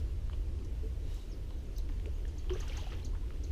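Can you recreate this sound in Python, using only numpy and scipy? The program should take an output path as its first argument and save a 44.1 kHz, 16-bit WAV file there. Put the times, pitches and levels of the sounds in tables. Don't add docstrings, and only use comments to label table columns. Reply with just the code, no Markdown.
import sys
import numpy as np
from scipy import signal
from scipy.io import wavfile
from scipy.ndimage import uniform_filter1d

SR = 44100
rng = np.random.default_rng(int(sys.argv[2]) if len(sys.argv) > 2 else 0)


def convert_level_to_amplitude(level_db):
    exponent = np.asarray(level_db, float) / 20
    return 10 ** exponent


def transcribe(u):
    v = np.clip(np.atleast_2d(u).T, -1, 1)
    q = np.round(v * 32767).astype(np.int16)
    wavfile.write(sys.argv[1], SR, q)


N = 154791

# pitch_hz, level_db (per Hz)
RUMBLE_COLOUR = [(7.1, -16.5), (12, -8.5), (32, 1), (55, -1), (77, -3.5), (98, -15), (123, -18), (162, -27),
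                 (200, -36.5), (260, -63), (440, -120)]
RIVER_COLOUR = [(88, -41), (150, -0.5), (220, -6), (282, -1), (442, -5.5), (596, -14.5), (900, -23.5),
                (1170, -41), (1980, -120)]
HISS_COLOUR = [(500, -21.5), (900, -0.5), (1500, -5), (2900, -5), (3600, -7), (6500, -11), (7500, -14.5),
               (15300, -19.5)]
RUSTLE_COLOUR = [(1500, -18), (3500, -3), (5500, 1), (8000, -8), (15000, -15)]
SPRAY_COLOUR = [(400, -36), (750, -1.5), (1500, -6.5), (2400, -5.5), (2950, .5), (3600, -7.5),
                (6500, -14.5), (7600, -25.5), (15000, -25)]
# time_s, level_db
WIND_STRENGTH = [(0.0, -35), (0.03, -33.5), (0.17, -37.5), (1.04, -37), (1.07, -34.5), (1.15, -39),
                 (1.21, -47), (1.27, -40), (1.7, -39.5), (1.84, -36.5), (2.4, -38.5), (2.55, -35.5),
                 (2.7, -38), (3.49, -38), (3.5, -33)]
# time_s, level_db
SPRAY_STRENGTH = [(0, -61), (.04, -80), (1.02, -75), (1.12, -65), (1.25, -70.5), (1.4, -76.5),
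                  (2.48, -69.5), (2.5, -60), (2.6, -56.5), (2.78, -53), (2.9, -58.5), (3.0, -60.5),
                  (3.1, -74), (3.51, -70)]
# start_s, peak_db, top_pitch_hz, lower_voice_db (relative to the main voice)
BIRD_CHIPS = [(.648, -66, 6270, -14), (1.582, -69, 6550, -12), (1.653, -67, 6700, -14),
              (1.726, -67, 6600, -14), (1.775, -54.5, 6530, -1.5), (2.279, -62, 7100, -4),
              (2.379, -53.5, 6670, -6), (2.531, -51.5, 6400, -14), (2.6, -47, 6700, -8.5),
              (2.677, -54, 6320, -2), (2.766, -46.5, 6620, -6), (3.045, -48, 6760, -4),
              (3.434, -51, 6600, -6)]
# time_s, pitch_hz, level_db
BIRD_SWOOP = [
    (1.288, 6000, -72),
    (1.3, 6600, -66),
    (1.312, 6400, -70),
    (1.322, 5500, -60),
    (1.335, 4930, -64),
    (1.355, 4000, -73),
]
# start_s, length_s, pitch_hz, level_db
BIRD_WHISTLES = [
    (1.03, .27, 3830, -69.5),
    (1.03, .22, 2900, -73),
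    (1.47, .08, 3900, -73),
    (2.13, .05, 6600, -74),
]
# start_s, peak_db, pitch_hz, width_hz
DROP_TICKS = [(0.2975, -41, 1150, 900), (.298, -50, 3000, 2500), (.311, -55, 1800, 2500),
              (.334, -45, 2600, 2200), (.333, -49, 900, 900), (.345, -54, 3500, 1500),
              (1.144, -50, 6900, 2500), (1.145, -52, 12500, 4000), (1.507, -44, 2600, 4000),
              (1.891, -41.5, 2020, 3000), (1.898, -41, 1100, 2200), (1.922, -50, 2960, 1200),
              (1.999, -41.5, 2500, 3500), (2.058, -39.5, 2400, 1300), (2.252, -48, 1750, 400),
              (2.254, -50, 2950, 700), (2.444, -46, 1200, 2000), (2.496, -37, 3020, 495),
              (2.504, -34.5, 1800, 2500), (2.507, -43.5, 3050, 707), (2.629, -44, 1500, 2000),
              (2.697, -39.5, 2970, 800), (2.931, -40, 2480, 4000), (3.001, -46, 3050, 900),
              (3.306, -40, 1460, 1800), (3.361, -53, 1800, 2500), (2.184, -60, 11500, 1500),
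              (1.7825, -48, 13200, 900), (1.783, -52, 10700, 2200), (1.783, -52, 7800, 900),
              (1.783, -47, 5370, 700), (1.786, -48.5, 4000, 700), (2.061, -51, 900, 900),
              (2.062, -53, 6500, 4000), (2.677, -49, 2600, 2000), (2.775, -46, 2500, 2520),
              (2.785, -44, 2900, 1200), (2.815, -47, 3000, 900), (2.835, -46, 3200, 900),
              (2.883, -51, 3900, 700), (2.943, -48, 2900, 900), (3.427, -50, 2500, 2500),
              (3.466, -53, 2300, 2000), (3.506, -47, 2000, 4000)]
# start_s, peak_db, pitch_hz, width_hz, decay_s
SCUFFS_AND_SLAPS = [(.326, -50, 2900, 500, 0.012), (.33, -49, 470, 570, 0.0088),
                    (.646, -50.5, 5700, 3000, 0.0045), (1.503, -50, 744, 500, 0.01),
                    (1.781, -54, 14000, 3000, 0.006), (2.056, -47, 370, 160, 0.02),
                    (1.76, -55, 5950, 380, 0.013), (1.761, -52, 4500, 700, 0.011),
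                    (2.492, -45, 930, 290, 0.012), (2.276, -53.5, 5400, 5000, .012),
                    (2.554, -47, 810, 560, .01), (2.568, -51, 2950, 530, .025), (2.625, -52, 900, 360, .02),
                    (2.598, -50.5, 10800, 6050, .008), (2.679, -48, 6200, 3500, .006),
                    (2.772, -49, 4000, 6000, 0.0089), (2.92, -44.5, 2000, 1850, .02),
                    (3.147, -48, 930, 1200, 0.015), (3.046, -56, 9000, 5000, .006)]
# start_s, peak_db, pitch_hz, length_s
AIR_BUBBLES = [(.825, -45, 439, .1), (1.01, -54, 435, 0.062), (0.797, -52, 284, .12),
               (2.502, -30.5, 368, .04), (2.527, -44, 386, 0.044), (2.555, -34, 412, 0.015),
               (2.562, -45, 524, 0.015), (2.056, -43, 330, .026), (2.07, -43, 430, .02),
               (2.079, -50, 540, .016), (1.892, -46, 290, .03), (2.918, -52, 1750, .01),
               (3.132, -53, 1000, .012), (2.673, -52, 1420, .012), (2.665, -55, 650, .015),
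               (3.39, -49.5, 289.6, .06), (2.534, -49, 1080, 0.015), (2.548, -49, 1540, 0.011),
               (2.598, -48, 390, .03), (2.608, -48.5, 1740, 0.0079), (2.625, -48, 1142, 0.013),
               (2.697, -45.5, 515, .02), (2.72, -43.5, 2210, 0.0098), (2.775, -50, 792, 0.021),
               (2.788, -49, 955, 0.014), (2.82, -50, 600, 0.023), (2.839, -56, 830, .016),
               (2.868, -42, 730, 0.01), (2.918, -49, 1190, 0.0094), (2.929, -47, 520, 0.012),
               (3.028, -53, 3920, 0.0084), (3.225, -58, 950, 0.024), (3.324, -65, 2700, .008),
               (3.023, -49.5, 255, 0.13)]
# start_s, end_s
TREBLE_GAPS = [(.04, .075), (.13, .34), (.43, .7), (1.0, 1.085), (1.68, 1.72), (1.795, 1.875), (1.96, 2.0),
               (2.068, 2.11), (2.27, 2.345), (3.1, 3.2), (3.395, 3.435)]


def evened(x):
    return x / np.sqrt(np.mean(x ** 2) + 1e-20)


def read(points, hz):
    f, value = np.transpose(points)
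    return np.interp(np.log(hz + 1), np.log(f + 1), value)


def along(points):
    s, value = np.transpose(points)
    return np.interp(np.arange(N) / SR, s, value)


def add(mix, s, sound):
    part = mix[round(s * SR):][:len(sound)]
    part += sound[:len(part)]


def tone(hz):
    return np.sin(2 * np.pi * np.cumsum(hz) / SR)


def resonate(x, hz, width):
    turn = np.exp(2j * np.pi * hz * np.arange(len(x)) / SR)
    r = np.exp(-np.pi * width / SR)
    return 2 * (turn * signal.lfilter([1 - r], [1, -r], x / turn)).real


def band(x, hz, width):
    for _ in range(3):
        x = resonate(x, hz, width)
    return x


def noise(colour, patchy_db, size=1024):
    frames, hz = 4 * N // size + 5, np.fft.rfftfreq(size, 1 / SR)
    a, b, patches = rng.standard_normal((frames, len(hz), 3)).T
    patches = uniform_filter1d(patches, size=10, axis=0)
    patches = evened(uniform_filter1d(patches, size=10, axis=1))
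    z = (a + 1j * b) * convert_level_to_amplitude(read(colour, hz)[:, None] + patchy_db * patches)
    return evened(signal.istft(z, nperseg=size, noverlap=3 * size // 4)[1][:N])


def flutter(length, smooth):
    return 1 + .3 * evened(uniform_filter1d(rng.standard_normal(length), size=smooth))


def wind_rumble(gust_db):
    rumble = noise(RUMBLE_COLOUR, 0.23, size=8192)
    squashed = rumble / (1 + .3 * abs(signal.hilbert(rumble)))
    return convert_level_to_amplitude(-35 + gust_db) * evened(squashed)


def distant_river(gust_db):
    wash = convert_level_to_amplitude(-54.5) * noise(RIVER_COLOUR, 1.34)
    hiss = convert_level_to_amplitude(-64.5) * noise(HISS_COLOUR, 1.0)
    return convert_level_to_amplitude(0.17 * gust_db) * (wash + hiss)


def grass_rustle():
    start_s, length_s, level_db = 1.02, 0.29, -66
    progress = np.clip((np.arange(N) / SR - start_s) / length_s, 0, 1)
    return convert_level_to_amplitude(level_db) * np.sin(np.pi * progress) * noise(RUSTLE_COLOUR, 1.9, size=256)


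def far_birds():
    out = np.zeros(N)
    s, hz, db = np.transpose(BIRD_SWOOP)
    t = np.arange(s[0], s[-1], 1 / SR)
    call = convert_level_to_amplitude(np.interp(t, s, db)) * tone(np.interp(t, s, hz))
    add(out, s[0], call * flutter(len(t), 60))

    blur_hz, overtone_db = 120, -13
    for s, length, hz, db in BIRD_WHISTLES:
        w = np.arange(0, length, 1 / SR) / length
        breath = rng.standard_normal(len(w))
        whistle = evened(resonate(breath, hz, blur_hz))
        overtone = evened(resonate(breath, 2 * hz, 2 * blur_hz))
        add(out, s, convert_level_to_amplitude(db) * np.sqrt(np.sin(np.pi * w)) * (whistle + convert_level_to_amplitude(overtone_db) * overtone))
    return out


def chipping_birds():
    out = np.zeros(N)
    chip_s, low_s = 0.01346, 0.0168
    u = np.arange(0, chip_s, 1 / SR) / chip_s
    v = np.arange(0, low_s, 1 / SR) / low_s
    upsweep = .7 + .3 * np.sin(np.pi * .62 * u)
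    arch = .72 * np.interp(v, [0, .6, 1], [0.74, 1, 0.505])
    for s, db, hz, low_db in BIRD_CHIPS:
        wobble = flutter(len(u), 30)
        swell = np.sin(np.pi * u ** 0.97) * wobble
        low_swell = np.sin(np.pi * v) * np.interp(v, u, wobble)
        add(out, s, convert_level_to_amplitude(db) * swell * tone(hz * upsweep))
        add(out, s - .001, convert_level_to_amplitude(db - 15) * swell * tone(1.2 * hz * upsweep))
        add(out, s + 0.0065, convert_level_to_amplitude(db + low_db) * low_swell * tone(hz * arch))
    return out


def ticks():
    out, t = np.zeros(N), np.arange(3000) / SR
    for s, db, hz, width in DROP_TICKS:
        click = t == 0
        rustle = convert_level_to_amplitude(-10) * rng.standard_normal(len(t)) * np.exp(-t / .003) * np.sqrt(width / SR)
        ring = band(click + rustle, hz, 1.24 * width)
        add(out, s, convert_level_to_amplitude(db) * ring / abs(ring).max())
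    return out


def scuffs():
    out, t = np.zeros(N), np.arange(3000) / SR
    rise_s = .002
    for s, db, hz, width, decay in SCUFFS_AND_SLAPS:
        burst = rng.standard_normal(len(t)) * np.minimum(t / rise_s, 1) * np.exp(-t / decay)
        ring = band(burst, hz, 1.56 * width)
        add(out, s, convert_level_to_amplitude(db) * ring / abs(ring).max())
    return out


def bubbles():
    out = np.zeros(N)
    for s, db, hz, length in AIR_BUBBLES:
        u = np.arange(0, 2 * length, 1 / SR) / length
        rise = .13 * np.interp(hz, [350, 900], [0, 1])
        fade = np.minimum(u / .2, 1) * np.exp(-2.2 * u ** 2)
        add(out, s, convert_level_to_amplitude(db) * fade * tone(hz * (1 + rise * u)))
    return out


def spray():
    drops_per_s, spread_db, cycles, foam_db = 3500, 3.8, 8, -.5
    falls = rng.random(N) < drops_per_s / SR
    strength = falls * convert_level_to_amplitude(spread_db * np.minimum(rng.exponential(1, N), 4))
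    kind, out = rng.integers(0, 30, N), np.zeros(N)
    for k, hz in enumerate(np.geomspace(600, 13000, 30)):
        u = np.arange(int(3 * cycles * SR / hz)) * hz / SR / cycles
        grain = u * np.exp(-3 * u) * tone(hz * (1 + .1 * u))
        droplet = convert_level_to_amplitude(read(SPRAY_COLOUR, hz)) * np.sqrt(hz) * grain / np.linalg.norm(grain)
        out += signal.oaconvolve(strength * (kind == k), droplet)[:N]
    foam = convert_level_to_amplitude(foam_db) * noise(SPRAY_COLOUR, 2.5, size=256)
    return convert_level_to_amplitude(along(SPRAY_STRENGTH)) * evened(evened(out) + foam)


def gorge(x):
    t60_s = 0.2
    at = np.arange(300, SR // 2, 30)
    taps = np.zeros(SR // 2 + 30)
    signs = rng.choice([-1., 1.], len(at))
    taps[at + rng.integers(0, 30, len(at))] = signs * convert_level_to_amplitude(-60 * at / SR / t60_s)
    return signal.fftconvolve(x, taps / np.linalg.norm(taps))[:N]


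def scene():
    gust_db = along(WIND_STRENGTH) + 36.5
    air = wind_rumble(gust_db) + distant_river(gust_db) + grass_rustle()
    birds = far_birds() + chipping_birds()
    water = ticks() + scuffs() + bubbles()
    echo = gorge(convert_level_to_amplitude(-7.5) * birds + convert_level_to_amplitude(-12) * water)
    return (air + birds + water + spray() + echo)[None]


def top_cut(x):
    return signal.sosfilt(signal.butter(12, 15410, fs=SR, output="sos"), x)


def record(dry):
    hz, t, z = signal.stft(dry, SR, nperseg=512)
    hz = hz[:, None]
    in_gap = sum((t > a) & (t < b) for a, b in TREBLE_GAPS)
    lost = in_gap * (hz > 13000) * (rng.random(z.shape[1:]) > .1)
    mix = signal.istft(z * (1 - lost) * (hz < 15300), SR, nperseg=512)[1][:, :N]
    return top_cut(mix)


dry = scene()
out = record(dry)
transcribe(out)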